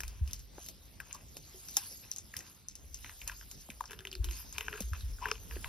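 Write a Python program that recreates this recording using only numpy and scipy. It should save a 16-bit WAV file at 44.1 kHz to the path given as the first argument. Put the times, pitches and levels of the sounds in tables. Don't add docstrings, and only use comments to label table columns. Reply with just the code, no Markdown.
import sys
import numpy as np
from scipy import signal
from scipy.fft import rfft, irfft
from scipy.io import wavfile
from scipy.ndimage import uniform_filter1d

SR = 44100
rng = np.random.default_rng(int(sys.argv[2]) if len(sys.argv) > 2 else 0)


def log_audio(samples):
    frames = np.atleast_2d(samples).T
    limited = np.clip(frames, -1, 1)
    pcm = np.round(limited * 32767).astype(np.int16)
    wavfile.write(sys.argv[1], SR, pcm)


N = 250488

# (time [s], level [dB], ring [Hz], broad crack relative to the break [dB],
# echo in the mouth relative to the break [dB])
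BREAKS = [(0.004, -32.5, 1620, -15.5, -7), (0.034, -36, 2270, -17.5, 0), (0.079, -40, 5360, -13.5, -18),
          (0.276, -45, 2700, -14, -17), (0.31, -48, 3250, -11, -20), (0.3322, -26.5, 5800, -21.5, -41),
          (0.393, -47.5, 5500, -14.5, -34), (0.581, -46, 730, -39, 2), (0.662, -43, 5100, -12.5, -23),
          (0.686, -39.5, 4160, -10, -37), (1.0014, -31, 1560, -26, -11), (1.11, -45, 2600, -27, -2),
          (1.128, -27.5, 6400, -57, -34), (1.1464, -44.5, 5470, -12, -12), (1.368, -45, 5040, -7, 0),
          (1.685, -35.5, 5730, -23, -11), (1.768, -15.5, 5240, -17.5, -42), (2.115, -21.5, 5780, -35, -55),
          (2.162, -30.5, 6160, -28, -41), (2.184, -26.5, 6300, -55, -44), (2.339, -33.5, 1720, -28, -32),
          (2.3595, -46, 2000, -40, -15), (2.366, -45, 2540, 0, 7), (2.39, -32, 6040, -32, -19),
          (2.405, -43, 1810, -20, -18), (2.685, -27.5, 5980, -40, -48), (2.754, -33.5, 5930, -26.5, -35),
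          (2.944, -28.5, 5860, -30, -44), (3.045, -35.5, 1950, -47, -1.5), (3.061, -44, 2100, -40, 1),
          (3.094, -40.5, 1890, -21, 0), (3.216, -36, 2300, -24, -6), (3.276, -47, 2330, 3, -14),
          (3.296, -31, 1540, -29, -8.5), (3.316, -52, 1260, -9, -1), (3.411, -46.5, 1500, -36, -2),
          (3.513, -46.5, 6400, -8, -5), (3.702, -33.5, 2210, -24.5, -8), (3.807, -28.5, 917, -28, -39),
          (3.839, -45.5, 1130, -39, 2), (3.856, -38, 5370, -47, -11), (3.908, -48, 2900, -11.5, 12),
          (3.917, -47, 1500, -12, 1), (3.931, -45, 1630, -17.5, 7.5), (3.99, -38, 3070, -31, -3),
          (4.005, -46, 1600, -20, -7), (4.051, -37, 1870, -23, 6), (4.071, -32, 2950, -26, -7),
          (4.115, -32.5, 4600, -40, -13), (4.128, -33, 2800, -26, -32), (4.152, -31, 4340, -31, -6.5),
          (4.243, -35, 2900, -11.5, 0.5), (4.287, -34, 2920, -38, -2), (4.31, -37.5, 2010, -13.5, -3),
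          (4.526, -32.5, 6370, -33, -14), (4.582, -26, 2300, -21.5, -2.5), (4.608, -27, 2060, -28, 2),
          (4.682, -28.5, 1505, -53, 2.5), (4.728, -34, 1630, -51, 1.5), (4.738, -34.5, 1370, -39, -18),
          (4.776, -43, 1360, -33, -10), (4.805, -38, 6540, -8, -25), (4.8212, -43.5, 2930, -12, -10),
          (4.933, -32.5, 1265, -25, -1), (5.008, -39, 3800, -34, -9), (5.185, -49, 1400, -36, -3),
          (5.256, -24.5, 1495, -35, -8), (5.285, -36.5, 1230, -23, 3), (5.314, -28, 1190, -47, 9.5),
          (5.314, -22, 5260, -51, -35), (5.354, -44, 2480, -37, 9), (5.51, -41.5, 1710, -42, 8),
          (5.523, -41, 1560, -31, -7), (5.556, -49.5, 2980, -40, 12), (5.568, -42, 1640, -46, -17),
          (5.644, -32.5, 1980, -30, 5.5)]
# (frequency [Hz], relative level [dB])
STEM_COLOUR = [(900, -8), (2500, 0), (4500, 6.5), (6500, 12), (8800, 1.5), (12000, 9), (15400, 7),
               (16100, -99)]


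def gain_of(db):
    return 10 ** (np.asarray(db) / 20)


def evened(x):
    return x / np.sqrt(np.mean(x ** 2) + 1e-20)


def add(mix, s, sound):
    part = mix[round(s * SR):][:len(sound)]
    part += sound[:len(part)]


def read(points, hz):
    f, value = np.transpose(points)
    return np.interp(np.log(hz + 1), np.log(f + 1), value)


def level_curve(table):
    s, db = np.transpose(table)
    return gain_of(np.interp(np.arange(N) / SR, s, db, left=-120, right=-120))


def swells(s, length, db, rise_db_per_s, fall_db_per_s):
    late = np.arange(N) / SR - s[:, None]
    rise_db = np.minimum(rise_db_per_s * late, 0)
    fall_db = -fall_db_per_s * (late - length)
    slope_db = np.minimum(rise_db, fall_db)
    return np.sqrt((gain_of(db[:, None] + slope_db) ** 2).sum(0))


def coloured(x, spectrum):
    hz = np.fft.rfftfreq(x.shape[-1], 1 / SR)
    return irfft(rfft(x) * gain_of(read(spectrum, hz)), x.shape[-1])


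def ringing(x, hz, width):
    pole = np.exp((2j * np.pi * hz - np.pi * width) / SR)
    return signal.lfilter([(1 - abs(pole)) ** 2], [1, -2 * pole, pole ** 2], x)


def resonate(x, hz, width):
    return 2 * ringing(x, hz, width).real


def grains(per_s, spread_db, count):
    size = gain_of(spread_db * np.minimum(rng.exponential(1, count), 4))
    sign = rng.choice([-1., 1.], count)
    return size * sign * (rng.random(count) < per_s / SR)


def diffuse(make):
    # (frequency [Hz], likeness of the two ports [0 to 1])
    likeness = [(60, .8), (200, .5), (700, .3), (2000, .5), (5000, .6), (7000, .98), (9300, .85),
                (11000, .98), (12600, .8), (14000, .98)]
    left, other = rfft(make()), rfft(make())
    alike = np.clip(read(likeness, np.fft.rfftfreq(N, 1 / SR)), 0, 1)
    right = alike * left + np.sqrt(1 - alike ** 2) * other
    return irfft([left, right], N)


def patchy(x, patchy_db):
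    z = signal.stft(x, nperseg=256)[2]
    field = rng.standard_normal(z.shape[1:])
    field = uniform_filter1d(field, size=5, axis=0)
    field = uniform_filter1d(field, size=20, axis=1)
    return signal.istft(z * gain_of(patchy_db * evened(field)), nperseg=256)[1][:, :N]


def low_blows(table, rise_cycles, sag):
    out, t = np.zeros(N), np.arange(SR // 2) / SR
    for s, db, hz, t60 in table:
        shape = (1 - np.exp(-t * hz / rise_cycles)) ** 2 * gain_of(-60 * t / t60)
        turns = hz * t + sag * (1 - np.exp(-t * hz / 0.5))
        add(out, s, gain_of(db) * shape / shape.max() * np.sin(2 * np.pi * turns))
    return out


def wind():
    # (frequency [Hz], relative level [dB])
    rumble_colour = [(20, -39), (40, 2.5), (62, 1), (90, -11), (130, -21), (250, -45.5)]
    air_colour = [(25, -39), (70, 8), (200, -1.5), (600, -11.5), (1600, -19), (5000, -18), (9000, -74)]
    # (time [s], level [dB])
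    breeze = [(0, -50), (.62, -60.5), (.96, -57), (2.6, -71), (2.85, -53), (4.1, -61), (4.6, -52.5),
              (5.68, -51.5)]
    air_level = [(0, -60.5), (1.2, -60), (2.7, -62), (4.2, -61), (5.68, -58.5)]
    # (time [s], level [dB])
    gust_tops = [(0.058, -39.5), (.24, -38), (4.212, -37.5), (5.052, -37.5), (5.53, -42.5), (5.68, -37.5)]
    # (time [s], level [dB], pitch [Hz], 60 dB decay [s])
    thumps = [(0.21, -22.5, 66.7, 0.075), (4.193, -23, 52.7, 0.11), (4.257, -31.5, 56, 0.24),
              (4.822, -35.5, 58.3, 0.42), (4.91, -30.5, 73.5, 0.12), (5.027, -33, 61.6, 0.1)]

    rumble = evened(diffuse(lambda: coloured(rng.standard_normal(N), rumble_colour)))
    air = evened(diffuse(lambda: coloured(rng.standard_normal(N), air_colour)))
    air = patchy(air, patchy_db=3.0)
    s, db = np.transpose(gust_tops)
    gusts = swells(s, 0, db, rise_db_per_s=285, fall_db_per_s=87)
    strength = np.hypot(level_curve(breeze), gusts)
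    buffets = low_blows(thumps, 1.0, sag=0.38)
    both_ports = np.array([buffets, np.roll(buffets, 40)])
    return strength * rumble + both_ports + level_curve(air_level) * air


def ticks():
    pitches = np.geomspace(1200, 15000, 10)
    rung = sum(resonate(grains(2500, 4.4, count=N), hz, 0.39 * hz) for hz in pitches)
    return coloured(rung, STEM_COLOUR)


def rustle():
    # (time [s], level [dB])
    rubbing = [(0, -69), (.36, -61), (.49, -66.5), (.63, -54.5), (.79, -64), (1.28, -63), (1.87, -48.5),
               (2.22, -63.5), (2.48, -58.5), (2.72, -70.5), (3.02, -55.5), (3.6, -58), (4.15, -67),
               (4.37, -46.5), (4.45, -55.5), (4.9, -55.5), (5.1, -59), (5.68, -54)]
    return level_curve(rubbing) * patchy(evened(diffuse(ticks)), patchy_db=4.0)


def knocks():
    # (time [s], level [dB], pitch [Hz], 60 dB decay [s])
    blows = [(0.582, -42, 325, 0.013), (1.368, -45, 350, 0.0059), (1.544, -53.5, 371, 0.18),
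             (1.772, -41, 808, 0.061), (3.689, -44, 650, 0.0072), (3.693, -46.5, 208, 0.033),
             (4.807, -38.5, 190, 0.063), (4.805, -40.5, 500, 0.026), (5.565, -39.5, 360, 0.038)]
    return low_blows(blows, 0.18, sag=0.26)


def creaks():
    # (start [s], length [s], level [dB], note [Hz])
    bends = [(1.148, 0.012, -50.5, 1057), (4.754, 0.025, -53, 1610), (5.218, 0.051, -45, 1000),
             (5.654, 0.0075, -48.5, 960)]
    out = np.zeros(N)
    for s, length, db, hz in bends:
        held = swells(np.array([s]), length, np.array([db]), rise_db_per_s=2200, fall_db_per_s=1300)
        out += held * evened(resonate(grains(3300, 1.3, count=N), hz, 177))
    return out


def mouth(excite):
    # (frequency [Hz], width [Hz], relative level [dB])
    resonances = [(1022, 160, 5.5), (1635, 600, 6), (2225, 1180, 3.5), (2560, 920, 2.5), (5380, 1400, -7.5)]
    rung = sum(gain_of(db) * resonate(excite(), hz, width) for hz, width, db in resonances)
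    return signal.sosfilt(signal.butter(2, 850, "high", fs=SR, output="sos"), rung)


def crushing_pressure():
    # (start [s], length [s], level [dB])
    strokes = [(0.0, 0.26, -68), (0.297, 0.012, -63), (0.582, 0.047, -69), (1.055, 0.15, -65.5),
               (1.769, 0.08, -59.5), (2.037, 0.0064, -59), (2.39, 0.11, -65), (3.035, 0.09, -65),
               (3.28, 0.025, -52), (3.896, 0.042, -58), (3.984, 0.0038, -67), (4.23, 0.18, -59),
               (4.549, 0.15, -55.5), (4.726, 0.067, -53.5), (4.939, 0.011, -53.5), (5.226, 0.08, -48.5),
               (5.503, 0.061, -63), (5.643, 0.047, -58)]
    idle_db = -113.5
    s, length, db = np.transpose(strokes)
    return gain_of(idle_db) + swells(s, length[:, None], db, rise_db_per_s=902, fall_db_per_s=327)


def hollow_ring(pressure):
    # (start [s], length [s], level [dB], first pitch [Hz], last pitch [Hz])
    glides = [(3.79, 0.58, -58, 447, 333), (4.503, 0.44, -58.5, 435, 413), (4.95, 0.73, -59, 405, 466)]
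    crush_db, break_db = 68, 52
    out = np.zeros(N)
    kicks = grains(120, 4.0, count=N) * (1 + gain_of(crush_db) * pressure)
    for s, db, _, _, mouth_db in BREAKS:
        add(kicks, s, gain_of([db + mouth_db + break_db]))
    for s, length, db, first_hz, last_hz in glides:
        part = np.linspace(0, 1, round(length * SR))
        turn = np.exp(2j * np.pi * np.cumsum(first_hz + (last_hz - first_hz) * part) / SR)
        still = kicks[round(s * SR):][:len(part)] / turn + 1e-18
        rung = (turn * ringing(still, 0, 65)).real
        swell = np.sin(np.pi * part ** 1.38)
        add(out, s, gain_of(db) * swell * evened(rung))
    return out


def grinding():
    # (frequency [Hz], relative level [dB])
    crush_colour = [(1000, 4.5), (2000, -2.5), (3000, 5), (6000, 5)]
    pressure = crushing_pressure()
    fractures = mouth(lambda: grains(2000, 6.5, count=N))
    return pressure * evened(coloured(fractures, crush_colour)) + hollow_ring(pressure)


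def snaps():
    # (ring [Hz], crumb level before the growth term [dB])
    crumb_level = [(1000, -35), (4700, -37), (5200, -32.5)]
    crumb_growth = 0.5
    out, t = np.zeros(N), np.arange(3072) / SR
    chance = rng.standard_normal((len(BREAKS), len(t)))
    for (s, db, hz, crack_db, mouth_db), noise in zip(BREAKS, chance):
        shape = (1 - np.exp(-t * hz / 2.63)) ** 2 * gain_of(-60 * t / (0.002 + 7.0 / hz))
        turns = hz * t + 0.64 * (1 - np.exp(-t * hz / 1.26))
        ring = shape / shape.max() * np.sin(2 * np.pi * turns)

        parting = np.exp(-((t - .0012) / 0.00035) ** 2) * np.roll(noise, 999)
        click = resonate(parting, 1.4 * hz, 0.75 * hz)
        click = gain_of(-6.0) * click / abs(click).max()
        echo = mouth(lambda: parting)
        echo = gain_of(mouth_db) * echo / abs(echo).max()

        burst = np.exp(-((t - .001) / .0009) ** 2)
        splinters = np.minimum(t / 0.0017, 1) * gain_of(-5.0 - 60 * t / 0.076)
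        crack = evened(coloured(noise, STEM_COLOUR)) * gain_of(crack_db + 12.5) * (burst + splinters)

        crumb_db = read(crumb_level, hz) + (crumb_growth - 1) * db
        grit = noise[::-1] * abs(noise[::-1]) ** 3
        crumbs = evened(resonate(grit, hz, 0.47 * hz))
        crumbs = crumbs + gain_of(mouth_db - 23) * evened(mouth(lambda: grit))
        crumbs = crumbs * np.minimum(t / 0.0036, 1) * gain_of(crumb_db - 60 * t / 0.14)

        add(out, s, gain_of(db) * (ring + click + echo + crack + crumbs))
    return out


def scattered(x):
    t = np.arange(400) / SR
    taps = rng.standard_normal((2, len(t))) * gain_of(-60 * t / .01)
    taps = taps / np.linalg.norm(taps, axis=1, keepdims=True)
    return signal.oaconvolve(x[None], taps, axes=1)[:, :N]


def scene():
    camel = snaps() + grinding() + creaks() + knocks()
    direct = camel * gain_of([[.4], [-.4]])
    near = direct + gain_of(-8) * scattered(camel)
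    return near + rustle() + wind()


def record(dry):
    # (frequency [Hz], phase turned
    phase_steps = [(0, 0), (5000, 0), (7000, .98), (8600, 1.03), (9900, 1.98), (11600, 2.02), (13400, 2.98),
                   (14800, 3), (15300, 3.25)]
    bass = signal.sosfiltfilt(signal.butter(2, 150, fs=SR, output="sos"), dry)
    power_db = 10 * np.log10(abs(uniform_filter1d(bass.mean(0) ** 2, 2000)) + 1e-12)
    cut_db = .6 * np.maximum(power_db + 40, 0)
    ducked = bass + (dry - bass) / gain_of(cut_db)
    hz = np.fft.rfftfreq(N, 1 / SR)
    phase_turn = np.exp(-1j * np.pi * np.interp(hz, *np.transpose(phase_steps)))
    ports = np.array([ducked[0], irfft(rfft(ducked[1]) * phase_turn, N)])
    low_pass = signal.firwin(511, 16600, window=("kaiser", 9), fs=SR)
    return signal.oaconvolve(ports, low_pass[None], "same")


dry = scene()
out = record(dry)
log_audio(out)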